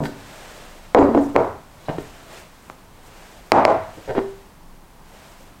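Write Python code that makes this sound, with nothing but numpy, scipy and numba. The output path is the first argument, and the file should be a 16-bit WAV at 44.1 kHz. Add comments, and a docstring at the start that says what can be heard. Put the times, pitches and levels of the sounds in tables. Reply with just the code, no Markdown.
"""Glass bottles and jars knock, some hard, and scrape on a wooden kitchen counter, close to the microphone.
They are set down, slid and picked up: each landing thumps the worktop, rings its modes,
fills the small room and rocks to rest. Between landings, glass clinks, fingertips hiss and
sleeves swell with each reach. The hardest knocks overload the microphone; its limiter ducks and recovers.
"""
import sys
import numpy as np
from scipy import signal
from scipy.fft import rfft, irfft
from scipy.io import wavfile
from numba import njit

SR = 44100
rng = np.random.default_rng(int(sys.argv[2]) if len(sys.argv) > 2 else 0)


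def waveform_to_disk(signal):
    """Save audio, clipped to [-1, 1], as 16-bit WAV at the path in sys.argv[1]."""
    frames = np.transpose(np.atleast_2d(signal))
    scaled = np.clip(frames, -1, 1) * 32767
    samples = np.round(scaled).astype(np.int16)
    wavfile.write(sys.argv[1], SR, samples)


N = 246959
RING_SIZE = 32768  # samples given to one contact to ring out
TIME, AGE = np.arange(N) / SR, np.arange(RING_SIZE) / SR  # seconds into the scene, into a contact

# modes that a blow on the worktop sets ringing: the worktop and the cupboard under it, with the long ring of a
# bottle near 282 Hz and of a jar near 391 Hz: pitch_hz, level_db, t60_s
RINGING_MODES = [(83, -19, 0.6), (154.6, 6, 0.24), (232, 6, 0.63), (282.4, 3.5, 0.63), (282.7, 7.5, 0.15),
                 (391.3, 10, 0.38), (460, -18, 0.1), (508, 0.5, 0.5), (527, -2, 1), (626, 9, 0.2),
                 (647, 24, 0.36), (720, 2, 0.42), (812, -4, 0.56), (990, 14, 0.36), (910, -13, 0.99),
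                 (1250, 5.5, 0.27)]
# spectrum of a hard tap on the wood: frequency_hz, level_db
WOOD_SPECTRUM = [(40, -20), (90, -3.5), (180, -6), (260, 3), (650, 3), (1000, 1.5), (1350, -4),
                 (1700, -8.5), (2250, -3.5), (3000, -15), (4800, -19), (8000, -23), (15000, -46)]
# tone of the kitchen's echoes: frequency_hz, gain_db
ROOM_SPECTRUM = [(60, -0.5), (300, 3), (1000, 2), (1600, -2), (2300, -9), (3200, -3.5), (5000, 4),
                 (14000, 23)]


def undb(db):
    """Decibels to amplitude."""
    return 10 ** (np.asarray(db) / 20)


def unit(x):
    """Scaled to an energy of one."""
    return x / np.sqrt(np.sum(x ** 2))


def read(points, hz):
    """Rows of frequency_hz, value joined by straight lines over log frequency."""
    frequencies, values = np.transpose(points)
    return np.interp(np.log(np.maximum(hz, 1)), np.log(frequencies), values)


def colour(x, spectrum):
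    """Filter by rows of frequency_hz, gain_db."""
    return irfft(rfft(x) * undb(read(spectrum, np.fft.rfftfreq(len(x), 1 / SR))), len(x))


def noise(spectrum):
    """Coloured noise of rms one."""
    return unit(colour(rng.standard_normal(N), spectrum)) * np.sqrt(N)


def wander(rate_hz):
    """A random drift with a spread near one."""
    knots = rng.standard_normal(N // 100)
    return np.interp(TIME * rate_hz, np.arange(len(knots)), knots)


def swell(centre_s, length_s):
    """A movement speeds up and slows down again: a bell curve."""
    return np.exp(-2 * ((TIME - centre_s) / length_s) ** 2)


def add(out, start_s, x):
    """Mix x in from start_s."""
    i = max(int(start_s * SR), 0)
    out[i:i + len(x)] += x[:N - i]


def tap(spectrum):
    """The shortest causal pulse that has this spectrum."""
    cepstrum = irfft(np.log(undb(read(spectrum, np.fft.rfftfreq(RING_SIZE, 1 / SR)))))
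    cepstrum[1:RING_SIZE // 2] *= 2
    cepstrum[RING_SIZE // 2 + 1:] = 0
    return unit(irfft(np.exp(rfft(cepstrum))))


def fade(t60_s):
    """A decay that loses 60 dB in t60_s."""
    return np.exp(-np.log(1000) * AGE / t60_s)


def modes(table):
    """One fading sine for each mode, as rows."""
    return np.array([undb(db) * np.sin(2 * np.pi * hz * AGE) * fade(t60_s) for hz, db, t60_s in table])


def ring_near(table, pitch_hz, spread_octaves):
    """Modes ringing together, those close to one pitch favoured."""
    octaves_off = np.log2(np.array(table)[:, 0] / pitch_hz)
    return np.exp(-(octaves_off / spread_octaves) ** 2) @ modes(table)


def room_tone(rms_db=-46):
    """Low rumble and steady hiss of the still kitchen."""
    # the quiet room: frequency_hz, level_db
    spectrum = [(10, -40), (22, 7.5), (29, -8), (40, -7.5), (110, -14.5), (180, -11), (300, -18),
                (550, -22.5), (950, -18), (1300, -25), (2800, -33.5), (6000, -37), (11000, -39),
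                (15800, -40.5)]
    return noise(spectrum) * undb(rms_db)


def bend(x, lag_s=0.00067, at_hz=1000):
    """Bending waves in the worktop: treble arrives first, the lag going as one over root frequency."""
    hz = np.fft.rfftfreq(2 * len(x), 1 / SR)
    lag_cycles = 2 * lag_s * np.sqrt(hz * at_hz)
    return irfft(rfft(x, 2 * len(x)) * np.exp(-2j * np.pi * lag_cycles))[:len(x)]


def contact(x, cut_hz, body_hz, lift_db):
    """A softer contact cuts the treble; the load and the place of the blow lift one range of the wood."""
    soft = signal.sosfilt(signal.butter(2, cut_hz, fs=SR, output="sos"), x)
    body = signal.lfilter(*signal.iirpeak(body_hz, Q=3.2, fs=SR), soft)
    return soft + undb(lift_db) * body


def room_echoes(build_s=0.0013):
    """The kitchen's answer from one spot: echoes build up, then fade, the top treble first."""
    # reverberation time: frequency_hz, t60_s
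    decay_times = [(80, 0.8), (250, 0.31), (700, 0.36), (2000, 0.6), (5000, 0.42), (14000, 0.1)]
    centres_hz = 62.5 * 2. ** np.arange(9)
    hz = np.clip(np.fft.rfftfreq(RING_SIZE, 1 / SR), centres_hz[0], centres_hz[-1])
    band_shares = np.maximum(1 - abs(np.log2(hz / centres_hz[:, None])), 0)
    bands = irfft(rfft(rng.standard_normal(RING_SIZE)) * band_shares)
    tail = np.sum(bands * fade(read(decay_times, centres_hz)[:, None]), axis=0)
    return unit(tail * (1 - np.exp(-AGE / build_s)))


def knock(ring, cut_hz, body_hz, lift_db, ring_db, room_db):
    """One blow on the worktop: a close thump of peak one, the ring of counter and glass, and the room behind
    it."""
    thump = bend(tap(WOOD_SPECTRUM))
    into_room = unit(signal.fftconvolve(thump, tap(ROOM_SPECTRUM))[:RING_SIZE])
    echoes = signal.fftconvolve(into_room, room_echoes())[:RING_SIZE]
    blow = thump + undb(ring_db) * ring + undb(room_db) * echoes
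    thump_peak = abs(contact(thump, cut_hz, body_hz, lift_db)).max()
    return contact(blow, cut_hz, body_hz, lift_db) / thump_peak


def landings(crack_db=-6, hard_db=15, crack_growth=0.87, gap_s=0.028, gap_shrink=0.9, soften=0.63):
    """A bottle or jar lands with a thump and a crack, then rocks on its base in four quickening taps."""
    # glass set down: start_s, thump_peak_db, cut_hz, body_hz, lift_db, ring_hz, spread_octaves,
    # ring_db, room_db, first_rock_drop_db, rocking_loss_db_per_s
    set_downs = [ (0.004, -14, 650, 155, 6.5, 196, 1.1, 2, 2.5, 14.5, 494),
                 (0.9475, 8, 1280, 472, 4.5, 420, 0.23, -9, 1, 15.5, 76),
                 (1.1481, -1, 840, 310, 7.5, 295, .2, -4, -2.5, 14, 200),
                 (1.3623, 6, 1400, 450, 0, 930, 0.8, -7.5, -3, 21.5, 398),
                 (3.519, 12.5, 1880, 780, -1, 740, 0.54, -11, -1, 21.5, 137),
                 (3.6513, 9, 2350, 660, 5, 620, 0.1, -8.5, -4, 12, 359),
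                 (4.1797, -6, 820, 230, 10, 390, .1, -13.5, -12.5, 30, 297), ]
    # modes of the thick glass base: pitch_hz, level_db, t60_s
    base_modes = [(804, -1, 0.01), (1380, -20.5, 0.0065), (2105, 6, 0.011), (2380, -7, 0.021),
                  (4940, -8.5, .004), (7700, -34, 0.0053)]
    out = np.zeros(N)
    base = bend(modes(base_modes).sum(axis=0))
    rock_delays_s = np.cumsum(gap_s * gap_shrink ** np.arange(4))
    for start_s, db, cut_hz, body_hz, lift_db, ring_hz, spread, ring_db, room_db, drop, loss in set_downs:
        ring = unit(ring_near(RINGING_MODES, ring_hz, spread))
        # the contact stiffens with force, so the glass speaks more in a hard landing
        crack = base / abs(base).max() * undb(crack_db + crack_growth * min(db - hard_db, 0))
        add(out, start_s, undb(db) * (knock(ring, cut_hz, body_hz, lift_db, ring_db, room_db) + crack))
        for delay_s in rock_delays_s:
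            rock = knock(ring, cut_hz * soften, body_hz, lift_db, ring_db + 2, room_db + 3)
            add(out, start_s + delay_s, undb(db - drop - loss * (delay_s - gap_s)) * rock)
    return out


def scrapes(uneven=0.32, scatter_db=4, grit_db=-27, room_db=-7):
    """A glass base dragged over wood sticks and slips unevenly, and every slip taps the jar."""
    # drags: start_s, length_s, direct_rms_db, slips_per_s, cut_hz, body_hz, lift_db
    drags = [ (0.032, 0.04, -32.5, 285, 6000, 1390, 4), (0.969, 0.024, -28.5, 240, 4000, 2300, -5),
             (1.136, 0.064, -28.5, 250, 2210, 636, 15), (1.34, 0.037, -26.5, 230, 1200, 430, 13),
             (1.878, 0.034, -26, 190, 2250, 166, 11), (1.979, 0.013, -30.5, 390, 2380, 307, 15),
             (3.971, 0.028, -37.5, 220, 700, 350, -2), (4.076, 0.049, -25.5, 290, 1810, 505, 13.5),
             (4.148, 0.049, -27.5, 312, 2370, 430, 7), ]
    # modes of a jar held in the hand: pitch_hz, level_db, t60_s
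    jar_modes = [(161.6, 5, 0.023), (351, -34, 0.14), (480, 7, 0.018), (630, -3.5, 0.046),
                 (795, 6.5, 0.014), (930, -0.5, 0.039), (1547, 1.5, 0.026), (1810, 3, 0.023),
                 (2100, 10.5, 0.0051), (2460, -4.5, 0.019), (2840, 3, 0.012), (3270, 4.5, 0.0096),
                 (3880, 4.5, 0.0063), (4670, -6, 0.034)]
    out = np.zeros(N)
    jar = unit(modes(jar_modes).sum(axis=0))
    for start_s, length_s, db, slips_per_s, cut_hz, body_hz, lift_db in drags:
        timing, strength = rng.standard_normal((64, 2)).T
        gaps_s = np.exp(uneven * timing) / slips_per_s
        slip_times_s = np.cumsum(gaps_s) - gaps_s[0] / 2
        slips = np.bincount((slip_times_s * SR).astype(int), undb(scatter_db * strength), RING_SIZE)
        pressure = np.sqrt(np.maximum(np.sin(np.pi * np.minimum(AGE / length_s, 1)), 0))
        force = pressure * (slips[:RING_SIZE] + undb(grit_db) * rng.standard_normal(RING_SIZE))
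        direct = unit(contact(signal.fftconvolve(force, jar)[:RING_SIZE], cut_hz, body_hz, lift_db))
        room = colour(room_echoes(), ROOM_SPECTRUM)[:RING_SIZE // 2]
        echoes = signal.fftconvolve(direct, room)[:RING_SIZE]
        add(out, start_s, (direct + undb(room_db) * echoes) * undb(db) * np.sqrt(length_s * SR))
    return out


def fingertips(arms, brush_s=0.06, hand_db=-5, grain_db=1.8):
    """Dry fingertips hiss over glass and lids, and the hands hiss along with each reach."""
    # finger strokes: fastest_s, rms_db
    strokes = [(0.059, -42), (1.245, -48), (2.025, -50.5), (2.68, -57), (3.07, -52.5), (3.49, -55),
               (3.99, -57), (5.3, -55), (5.42, -53.5)]
    # sliding skin: frequency_hz, level_db
    spectrum = [(500, 1.5), (4000, -16), (8000, -10.5), (10500, -19), (13000, -15.5), (16000, -25)]
    fingers = sum(undb(db) * swell(fastest_s, brush_s) for fastest_s, db in strokes)
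    return noise(spectrum) * np.hypot(fingers, undb(hand_db) * arms) * undb(grain_db * wander(120))


def arm_movement():
    """Level of the rustle as the arms reach; overlapping reaches add in power."""
    # reaches: fastest_s, length_s, rms_db
    reaches = [(0.45, 0.58, -43), (1.238, 0.55, -50), (2.06, 0.48, -47), (2.365, 0.12, -42.5),
               (2.557, 0.64, -54.5), (3.267, 0.36, -47.5), (4.05, .55, -48.5), (5.226, 0.24, -49),
               (5.44, 0.22, -53.5)]
    return np.sqrt(sum((undb(db) * swell(fastest_s, length_s)) ** 2 for fastest_s, length_s, db in reaches))


def sleeves(arms, flutter_db=0.6):
    """Knitted sleeves brush the apron as the arms move."""
    # rubbing cloth: frequency_hz, level_db
    spectrum = [(100, -27), (300, -6), (600, 5), (1000, -1.5), (1500, -1.5), (2400, -4), (3500, -7),
                (6000, -13), (8500, -15.5), (10500, -26), (15000, -44.5)]
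    return noise(spectrum) * arms * undb(flutter_db * wander(40))


def clinks(spread_octaves=0.38, rub_s=0.0073):
    """A short rub wakes the thin, high modes of the glass near one pitch."""
    # light rubs: start_s, gain_db, pitch_hz
    rubs = [(0.973, -54, 13200), (0.987, -46, 6860), (1.026, -53, 7050), (1.147, -58, 7100),
            (1.175, -51, 6000), (1.209, -52, 8800), (1.235, -55, 6040), (1.859, -44.5, 3870),
            (1.947, -49, 4000), (2.62, -60, 8300), (4.051, -55, 5260)]
    # high modes of the glass: pitch_hz, level_db, t60_s
    glass_modes = [(3900, 0, .06), (4090, -4, .06), (5360, -3, .12), (5800, -2, .12), (6090, -3, .12),
                   (6730, 0, .12), (7390, -6, .25), (7455, -7, .15), (8300, -5, .2), (8770, -2, .2),
                   (13200, -4, .2)]
    out = np.zeros(N)
    for start_s, db, pitch_hz in rubs:
        rub = unit(rng.standard_normal(RING_SIZE) * np.exp(-AGE / rub_s))
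        ring = ring_near(glass_modes, pitch_hz, spread_octaves)
        add(out, start_s, undb(db) * signal.fftconvolve(rub, ring))
    return out


def nudges(spread_octaves=0.29):
    """A jar nudged, gripped or tipped gives the worktop a single lighter knock."""
    # light knocks: start_s, thump_peak_db, cut_hz, body_hz, lift_db, ring_db, room_db
    touches = [ (0.987, -2.5, 750, 319, 6, 3, -1), (1.027, -4, 810, 290, -10, 5, -8),
               (1.0885, -11.5, 740, 232, -9, 5, 1), (1.1755, -3.5, 1130, 530, 11.5, -11, -11.5),
               (1.3554, -6.5, 940, 396, 4, -9.5, -1), (1.884, -13.5, 1290, 670, 20, -11, 0.5),
               (1.897, -17, 1280, 196, 11, -32, -22), (1.983, -17.5, 1180, 302, 18, -18, -19),
               (2.699, -20, 6000, 1230, 6, -22, -10), (4.0793, -34, 950, 487, 23, 5, 7),
               (4.151, -16.5, 1100, 405, 7, 1.5, 1.5), (4.19, -10.5, 1410, 396, -1, -3.5, -14),
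               (4.243, -33.5, 500, 390, 13, 7, -18), ]
    out = np.zeros(N)
    for start_s, db, cut_hz, body_hz, lift_db, ring_db, room_db in touches:
        ring = unit(ring_near(RINGING_MODES, body_hz, spread_octaves))
        add(out, start_s, undb(db) * knock(ring, cut_hz, body_hz, lift_db, ring_db, room_db))
    return out


def scene():
    """Glass, hands and room as they reach one microphone close to the counter."""
    glassware = landings() + nudges() + scrapes() + clinks()
    arms = arm_movement()
    return (glassware + sleeves(arms) + fingertips(arms) + room_tone())[None]


@njit
def follow(x, attack_s, release_s):
    """Peak level that rises fast and falls slowly."""
    attack, release = 1 - np.exp(-1 / (attack_s * SR)), 1 - np.exp(-1 / (release_s * SR))
    level, held = np.empty(len(x)), 0.
    for i in range(len(x)):
        held += (abs(x[i]) - held) * (attack if abs(x[i]) > held else release)
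        level[i] = held
    return level


def record(dry, limit_db=-3.5, attack_s=0.00066, release_s=0.029, ceiling=0.99, top_hz=15850):
    """The limiter is a moment late, so hard knocks clip before it ducks; then the top is cut."""
    level = follow(dry[0], attack_s, release_s)
    ducked = dry / np.maximum(level / undb(limit_db), 1)
    clipped = ducked / (1 + (ducked / ceiling) ** 4) ** (1 / 4)
    return signal.sosfilt(signal.ellip(8, .2, 70, top_hz, fs=SR, output="sos"), clipped)


dry = scene()
out = record(dry)
waveform_to_disk(out)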